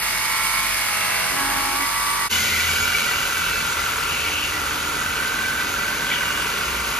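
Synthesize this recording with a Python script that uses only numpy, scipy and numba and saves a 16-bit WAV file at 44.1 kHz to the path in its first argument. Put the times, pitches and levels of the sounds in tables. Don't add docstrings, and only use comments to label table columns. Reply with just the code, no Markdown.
import sys
import numpy as np
from scipy import signal
from scipy.fft import rfft, irfft, next_fast_len
from scipy.io import wavfile
from scipy.ndimage import uniform_filter1d
from numba import njit

SR = 44100
rng = np.random.default_rng(int(sys.argv[2]) if len(sys.argv) > 2 else 0)


def put_to_file(sound):
    columns = np.atleast_2d(sound).T
    safe = np.clip(columns, -1, 1)
    whole_steps = np.round(safe * 32767)
    wavfile.write(sys.argv[1], SR, whole_steps.astype(np.int16))


N = 308259
TIME = np.arange(N) / SR
SIZE = next_fast_len(N + SR)
BINS = np.arange(SIZE // 2 + 1) * SR / SIZE

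# mode_hz, lift_db
MODES_SECOND = [(1970, 2.7), (2083, 1.7), (2298, 3.3), (2640, 1.7), (2870, 4.6), (4387, 5.9), (4462, 3.6),
                (4618, 1.5), (4995, 2.5), (5717, 0.84), (6389, 8.2), (6782, 7.9), (11751, 5.6),
                (12979, 3.9)]
SECOND_CUT_S = 2.291
WHINE_DB = -39


def undb(db):
    return 10 ** (np.asarray(db) / 20)


def curves(table):
    s, *columns = np.transpose(table)
    return [np.interp(TIME, s, c) for c in columns]


def spectra(table):
    hz, *columns = np.transpose(table)
    return [np.interp(np.log(BINS + 1), np.log(hz), c) for c in columns]


def shape(x, response):
    return irfft(rfft(x, SIZE) * response, SIZE)[:N]


def unit(x):
    return x / np.sqrt(np.mean(x ** 2))


def walk(rate):
    hold = int(SR / rate)
    steps = np.repeat(rng.standard_normal(N // hold + 1), hold)
    return unit(uniform_filter1d(steps, hold)[:N])


def swell(middle, half):
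    return np.exp(-((TIME - middle) / half) ** 2)


def lift(modes, width_hz):
    return sum(db / (1 + (2 * (BINS - hz) / width_hz) ** 2) for hz, db in modes)


@njit
def resonate(x, hz, width):
    y, band, low = np.empty(len(x)), 0., 0.
    for i in range(len(x)):
        g = np.tan(np.pi * hz[i] / SR)
        damping = width / hz[i]
        v = (band + g * (x[i] - low)) / (1 + g * (g + damping))
        band, low = 2 * v - band, low + 2 * g * v
        y[i] = damping * v
    return y


def blurred_tone(hz, width_hz):
    noise = rng.standard_normal(len(hz))
    return unit(resonate(resonate(noise, hz, width_hz), hz, width_hz))


def crank(speed, unsteady):
    return np.cumsum(speed * (1 + unsteady * walk(70))) / SR


def rattle(turn, lines=160, size=8192):
    one_turn = irfft(np.r_[0, np.exp(2j * np.pi * rng.random(lines))], size)
    return unit(np.interp(turn % 1, np.arange(size) / size, one_turn))


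def gears(turn, shift):
    drift = walk(2.055) * rattle(turn) + walk(2.96) * rattle(turn)
    return unit(rattle(turn) + shift * drift)


def saw(turn, body, modes, rattle_db, rasp_db, split_hz, mode_width_hz, loose, loose_hz,
        shake, shake_hz, throb_db, grit_db):
    bite = np.cos(4 * np.pi * turn) + 0.5 * np.cos(2 * np.pi * turn)
    teeth = unit(rng.standard_normal(N) * undb(throb_db * bite + grit_db * walk(700)))
    regular = (1 - np.clip(loose, 0, 1)) / (1 + (BINS / loose_hz) ** 3)
    regular = regular * (1 - np.clip(shake, 0, 1) / (1 + (BINS / shake_hz) ** 4))
    line_density = np.sqrt(160 * 45 / (SR / 2))
    lines = shape(gears(turn, shift=0.46) * line_density, np.sqrt(regular))
    drive = lines + shape(teeth, np.sqrt(1 - regular))
    colour_db = spectra(body)[0] + lift(modes, mode_width_hz)
    sound = unit(shape(drive, undb(colour_db)))
    low = shape(sound, 1 / (1 + (BINS / split_hz) ** 6))
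    return low * undb(rattle_db) + (sound - low) * undb(rasp_db)


def chatter(turn, hz, db, count, rebound, uneven, scatter_db, accent_db, sag, wander, scrape, width_hz):
    angle = 2 * np.pi * turn
    knock = (count * (turn + uneven * np.sin(angle))).astype(int)
    scatter = np.clip(rng.standard_normal(1500), -1.5, 1.5)
    strength = undb(scatter_db * scatter[knock])
    main_or_rebound = np.where(knock % count, rebound, 1)
    slap = unit(np.diff(knock, prepend=0) * main_or_rebound * strength)
    rub = unit(undb(3 * np.cos(angle)) * rng.standard_normal(N))
    hz = hz * (1 + sag * np.cos(angle) + wander * walk(110))
    ring = slap * undb(accent_db) + scrape * rub
    for _ in range(3):
        ring = resonate(ring, hz, width_hz)
    return unit(ring) * undb(db)


def singing(turn, speed, catches, width_hz, throb_db, edge_s):
    out = np.zeros(N)
    for start, end, mode_hz, level_db, pure in catches:
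        span = (TIME > start - edge_s) & (TIME < end + edge_s)
        t = TIME[span]
        hz = speed[span] * np.round(mode_hz / speed[span].mean())
        blur = blurred_tone(hz, width_hz)
        tone = np.sin(2 * np.pi * (np.cumsum(hz) / SR + rng.random()))
        held = np.clip(np.minimum(t - start, end - t) / (2 * edge_s) + .5, 0, 1)
        out[span] += undb(level_db) * held * unit(blur + pure * tone)
    pumping = undb(throb_db * (np.cos(2 * np.pi * turn) + .5 * walk(80)))
    return out * unit(pumping)


def fan(turn, db, flutter_db, swing):
    angle = 2 * np.pi * 190 * turn + swing * np.sin(2 * np.pi * turn)
    flutter = undb(flutter_db * walk(25.3) + 2 * walk(3.5))
    return undb(db) * unit(np.sin(angle) * flutter)


def first_cut():
    # frequency_hz, level_db
    body_colour = [(28, -34), (44, -5.5), (80, -13), (130, -9), (250, -14), (580, -7.5), (830, -7),
                   (1400, -3), (2250, -7), (3000, -9), (4600, -12), (5800, -12), (8000, -14.5),
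                   (10500, -11), (15000, -19.5)]
    # mode_hz, lift_db
    pipe_modes = [(2226, 0.5), (2266, 7), (2750, 4.5), (4403, 6), (4958, 8), (6626, 3), (9786, -11),
                  (10276, 0)]
    # start_s, end_s, mode_hz, level_db, tone_to_blur (ratio)
    catches = [(0, .65, 975, -39, 3), (0, .7, 882, -41, 5), (0, .8, 2230, -38, 2), (0, .6, 2272, -39, 2),
               (.3, .7, 1066, -37, 4), (.3, .6, 1345, -37, 4), (0, 1.35, 1156, -40, 3),
               (.75, 1.3, 833, -40, 5), (.85, 1.1, 1295, -35, 3), (.85, 1.2, 1990, -36, 3),
               (.95, 1.15, 2635, -36, 3), (.95, 1.3, 2730, -39, 3), (1.26, 1.42, 1982, -32, 3),
               (1.3, 1.85, 276, -39, 2), (1.3, 1.85, 368, -41, 2), (1.36, 1.77, 1104, -31, 6),
               (1.35, 1.8, 830, -34.5, 6), (1.38, 1.6, 1658, -37, 4), (1.38, 2.28, 920, -35.5, 8),
               (1.35, 1.72, 1150, -36, 2), (1.75, 2.28, 1150, -29.5, 8), (1.78, 2.28, 1012, -39, 5),
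               (1.79, 1.87, 1980, -32, 2), (1.94, 2.02, 1980, -31.5, 2), (2.06, 2.12, 1980, -32, 2),
               (2.18, 2.27, 1980, -33.5, 2)]
    sunk = 1 / (1 + np.exp((1.15 - TIME) / 0.17))
    speed = 46.39 - .39 * sunk
    turn = crank(speed, unsteady=0.00209)
    binding_db = 3.5 * swell(1.48, 0.26)
    body = saw(turn, body_colour, pipe_modes, rattle_db=-24.5 + binding_db, rasp_db=-22.0 - 1.05 * sunk,
               split_hz=2150, mode_width_hz=116.0, loose=0.37, loose_hz=3000,
               shake=0.22, shake_hz=196, throb_db=0.1, grit_db=1.6)
    ticks = chatter(turn, hz=2080, db=-30 - 8 * sunk, count=4, rebound=.55, uneven=.09, scatter_db=2,
                    accent_db=0, sag=.02, wander=.025, scrape=.2, width_hz=680.)
    knocks = chatter(turn, hz=1170, db=-34.5 - 1 * sunk, count=3, rebound=.9, uneven=.03, scatter_db=3,
                     accent_db=0, sag=.02, wander=.04, scrape=.1, width_hz=700.)
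    song = singing(turn, speed, catches, width_hz=35., throb_db=1.2, edge_s=.02)
    whine = fan(turn, WHINE_DB, flutter_db=2.5, swing=3.4)
    return body + ticks + knocks + song + whine


def snags(turn, throb_db, mode_width_hz):
    # middle_s, half_length_s, centre_hz, width_hz (of each of two passes), level_db
    snag_moments = [(2.325, .03, 2900, 350, -26), (2.36, .03, 2310, 220, -27.5),
                    (2.475, .025, 2300, 220, -25.5), (2.52, .16, 2080, 340, -29),
                    (2.6, .06, 2270, 240, -28.5), (2.8, .12, 2290, 190, -28), (2.95, .45, 2840, 200, -31.5),
                    (2.94, .02, 2300, 190, -28), (3.06, .1, 2300, 190, -28), (3.48, .15, 2300, 190, -34),
                    (4.17, .18, 2700, 480, -28.5), (4.28, .03, 2280, 220, -28), (4.42, .1, 2790, 450, -27),
                    (4.46, .03, 2300, 220, -30), (6.115, .035, 2250, 600, -28),
                    (6.125, .045, 3050, 700, -27.5), (6.5, .35, 2830, 250, -37)]
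    out, steady = np.zeros(N), np.ones(N)
    strokes = undb(throb_db * np.cos(2 * np.pi * turn))
    scrape = shape(rng.standard_normal(N) * strokes, undb(lift(MODES_SECOND, mode_width_hz)))
    for middle, half, hz, width, level_db in snag_moments:
        ring = resonate(scrape, hz * steady, float(width))
        ring = resonate(ring, hz * steady, float(width))
        out += unit(ring) * undb(level_db) * swell(middle, half)
    return out


def boom(hz, db, width_hz, pure):
    tone = np.sin(2 * np.pi * np.cumsum(hz) / SR)
    return unit(blurred_tone(hz, width_hz) + pure * tone) * undb(db)


def shaft(turn, db):
    return undb(db) * unit(np.sin(2 * np.pi * 9.5 * turn))


def wall_ring(slaps):
    # mode_hz, width_hz, gain_db
    wall_modes = [(1537, 30, -7), (1622, 30, -2)]
    return sum(undb(db) * resonate(slaps, np.full(N, float(hz)), float(width))
               for hz, width, db in wall_modes)


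def second_cut():
    # frequency_hz, level_db
    body_colour = [(28, -28), (42, 2), (85, -2.5), (130, 1), (185, -4.5), (240, -2.5), (340, -5),
                   (460, 0.5), (630, -6.5), (1150, 3), (1750, -1.5), (2300, 1.5), (2900, -0.6),
                   (3900, -5.5), (5400, -9), (7000, -7.5), (11000, -12), (13500, -13), (15000, -21)]
    # time_s, level_db, resonance_hz
    slap_course = [(2.33, -30.5, 1460), (2.62, -30, 1450), (2.75, -26.3, 1440), (3.25, -28, 1430),
                   (3.55, -26.4, 1440), (4.05, -27.8, 1390), (4.3, -33, 1410), (4.48, -33.5, 1410),
                   (4.6, -28.5, 1360), (5.45, -29.2, 1480), (6.1, -29.2, 1470), (6.95, -30, 1420)]
    # time_s, lift_db
    hard_slaps = [(2.689, 3), (2.808, 1.5), (2.855, 1.5), (2.925, 2.5), (3.018, 2.5), (3.065, 2.5),
                  (3.369, 2), (3.416, 2), (3.463, 2), (3.511, 2), (3.558, 2.5), (3.651, 2), (3.698, 1.5),
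                  (5.201, 3), (5.317, 2), (5.481, 2), (5.504, 2), (5.692, 2), (5.739, 1.5), (6.021, 2.5),
                  (6.208, 3.5), (6.232, 3), (6.303, 3.5)]
    # middle_s, half_length_s, slowing_hz (strokes per second), boom_lift_db
    presses = [(2.6, .35, .152, 11), (3.85, .3, .393, 6), (4.6, .4, .062, 9), (6.3, .12, .838, 1),
               (6.75, .27, .129, 10)]
    # start_s, end_s, mode_hz, level_db, tone_to_blur (ratio)
    catches = [(2.3, 2.37, 2087, -30, 2), (2.385, 2.46, 2087, -25.5, 3), (2.49, 2.58, 2087, -24, 3),
               (2.6, 2.665, 2050, -28.5, 1.5), (2.48, 2.66, 1970, -32, 1.5), (2.3, 2.36, 2940, -29, 1.5),
               (2.3, 2.6, 213, -39.5, 6), (2.6, 3.1, 213, -45, 4), (2.3, 3.9, 128, -45, 2),
               (2.3, 2.66, 1450, -37, 3), (2.65, 2.9, 1410, -36, 3), (3.07, 3.18, 1970, -30.5, 3),
               (3.2, 3.38, 1970, -38, 2), (3.35, 3.6, 2645, -31.5, 3), (3.4, 3.7, 170, -44, 2),
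               (4.22, 5.15, 298, -45, 3), (4.53, 4.6, 1970, -34, 2), (4.6, 5.6, 255, -51, 4),
               (4.98, 5.03, 1970, -34, 2), (5.0, 6.95, 213, -46, 4), (5.3, 6.4, 298, -48, 2.5),
               (5.35, 5.41, 1970, -36.5, 3), (5.59, 5.65, 1970, -34, 3), (5.79, 5.84, 1970, -36, 3),
               (5.8, 6.25, 170, -43.5, 2), (6.05, 6.15, 3310, -38, 1), (6.098, 6.135, 2300, -28.5, 2),
               (6.1, 6.145, 1970, -29.5, 3), (6.11, 6.3, 2875, -34, 2.5), (6.12, 6.15, 3030, -32, 1.5),
               (6.215, 6.25, 1970, -33, 3), (6.3, 6.55, 2875, -38, 2)]
    elapsed = np.maximum(TIME - SECOND_CUT_S, 0)
    through_s = 7.3
    stiffness = np.clip(1 - elapsed / (through_s - SECOND_CUT_S), .01, 1) ** 0.125
    slowing = sum(hz * swell(middle, half) for middle, half, hz, _ in presses)
    shaken_db = sum(db * swell(middle, half) for middle, half, _, db in presses)
    speed = 42.724 - slowing
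    turn = .19 + crank(speed, unsteady=0.0022)
    fresh_db = 10 * np.exp(-elapsed / 1.43)
    rasp_db = -27.5 + fresh_db + 10.5 * (1 - stiffness)
    body = saw(turn, body_colour, MODES_SECOND, rattle_db=-26.0 + 2.3 * (1 - stiffness), rasp_db=rasp_db,
               split_hz=2750, mode_width_hz=45., loose=0.73, loose_hz=2430,
               shake=0.97, shake_hz=700, throb_db=0.6, grit_db=1.33)
    slap_db, slap_hz = curves(slap_course)
    accent_db = sum(db * swell(s, .006) for s, db in hard_slaps)
    slaps = chatter(turn, hz=slap_hz, db=slap_db, count=3, rebound=.4, uneven=0, scatter_db=1.4,
                    accent_db=accent_db, sag=.035, wander=.024, scrape=.2, width_hz=265.)
    free_ring = wall_ring(slaps) * swell(5.65, .55)
    song = singing(turn, speed, catches, width_hz=52.0, throb_db=1.9, edge_s=.012)
    hangers = boom(81 * stiffness, db=-49.5 + shaken_db, width_hz=18.0, pure=2.2)
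    scrapes = snags(turn, throb_db=0.5, mode_width_hz=30.0)
    whine = fan(turn, WHINE_DB, flutter_db=1.5, swing=0.33)
    hum = shaft(turn, db=-61.5 + 14 * swell(6.2, 1.2))
    return body + slaps + free_ring + song + hangers + scrapes + whine + hum


def shop(x, ports, wet_db, t60):
    likeness, lead, balance_db = spectra(ports)
    likeness = np.clip(likeness, 0, .99)
    t = TIME[:SR // 2]
    tails = rng.standard_normal((2, len(t))) * undb(-60 * t / t60) * (t > .003)
    common, apart = rfft(tails / np.linalg.norm(tails, axis=1, keepdims=True), SIZE)
    direct_and_echo = (1 + undb(wet_db) * common) / np.hypot(1, undb(wet_db))
    mid = np.sqrt((1 + likeness) / 2) * direct_and_echo
    side = np.sqrt((1 - likeness) / 2) * apart
    left = shape(x, (mid + side) * undb(balance_db / 2))
    right = shape(x, (mid - side) * undb(-balance_db / 2) * np.exp(-1j * lead))
    return np.array([left, right])


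def scene():
    # frequency_hz, likeness (0-1), left_lead_rad, left_minus_right_db
    ports_first = [(100, 0.98, 0, 2.4), (400, 0.86, -1.5, -1), (580, 0.88, -3.3, -1.2),
                   (750, 0.6, -4.9, -3.5), (1100, 0.6, -6.5, -1), (1800, 0.61, -6.6, -4.5),
                   (2500, 0.58, -4.9, -2.4), (3300, 0.29, -4.5, 3), (4500, 0.2, -5.1, 4),
                   (5700, 0.45, -3.1, 0.5), (8000, .5, -3.4, -2), (9000, 0.5, -5.4, -2.5),
                   (11000, 0.85, -6.1, -1), (13000, .8, -6.7, 0), (14700, .75, -9, 0)]
    ports_second = [(100, .99, 0, 1.5), (350, .92, -.3, .1), (600, .65, -.6, -2.5), (780, .68, 1, -2.9),
                    (1050, .69, 0, -1.1), (1500, .55, .4, -2.4), (1900, .84, 0, .3), (2900, .74, 1.3, .9),
                    (4700, .69, 1, 2.7), (6500, .79, -1.1, 2.2), (8200, .99, -3.1, 0), (9000, .85, -3.6, 0),
                    (11000, .7, -5.9, 0), (13000, .65, -6.7, 0), (14700, .6, -9.2, 0)]
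    fade_out = np.clip((SECOND_CUT_S - TIME) / 0.029, 0, 1)
    fade_in = np.clip((TIME - SECOND_CUT_S) / 0.031, 0, 1)
    first = shop(first_cut(), ports_first, wet_db=-25.0, t60=0.31)
    second = shop(second_cut(), ports_second, wet_db=-7.0, t60=0.33)
    return fade_out * first + fade_in * second


def record(dry):
    x = signal.sosfilt(signal.butter(4, 30, "high", fs=SR, output="sos"), dry)
    return signal.sosfilt(signal.ellip(14, .2, 90, 14800, fs=SR, output="sos"), x)


dry = scene()
out = record(dry)
put_to_file(out)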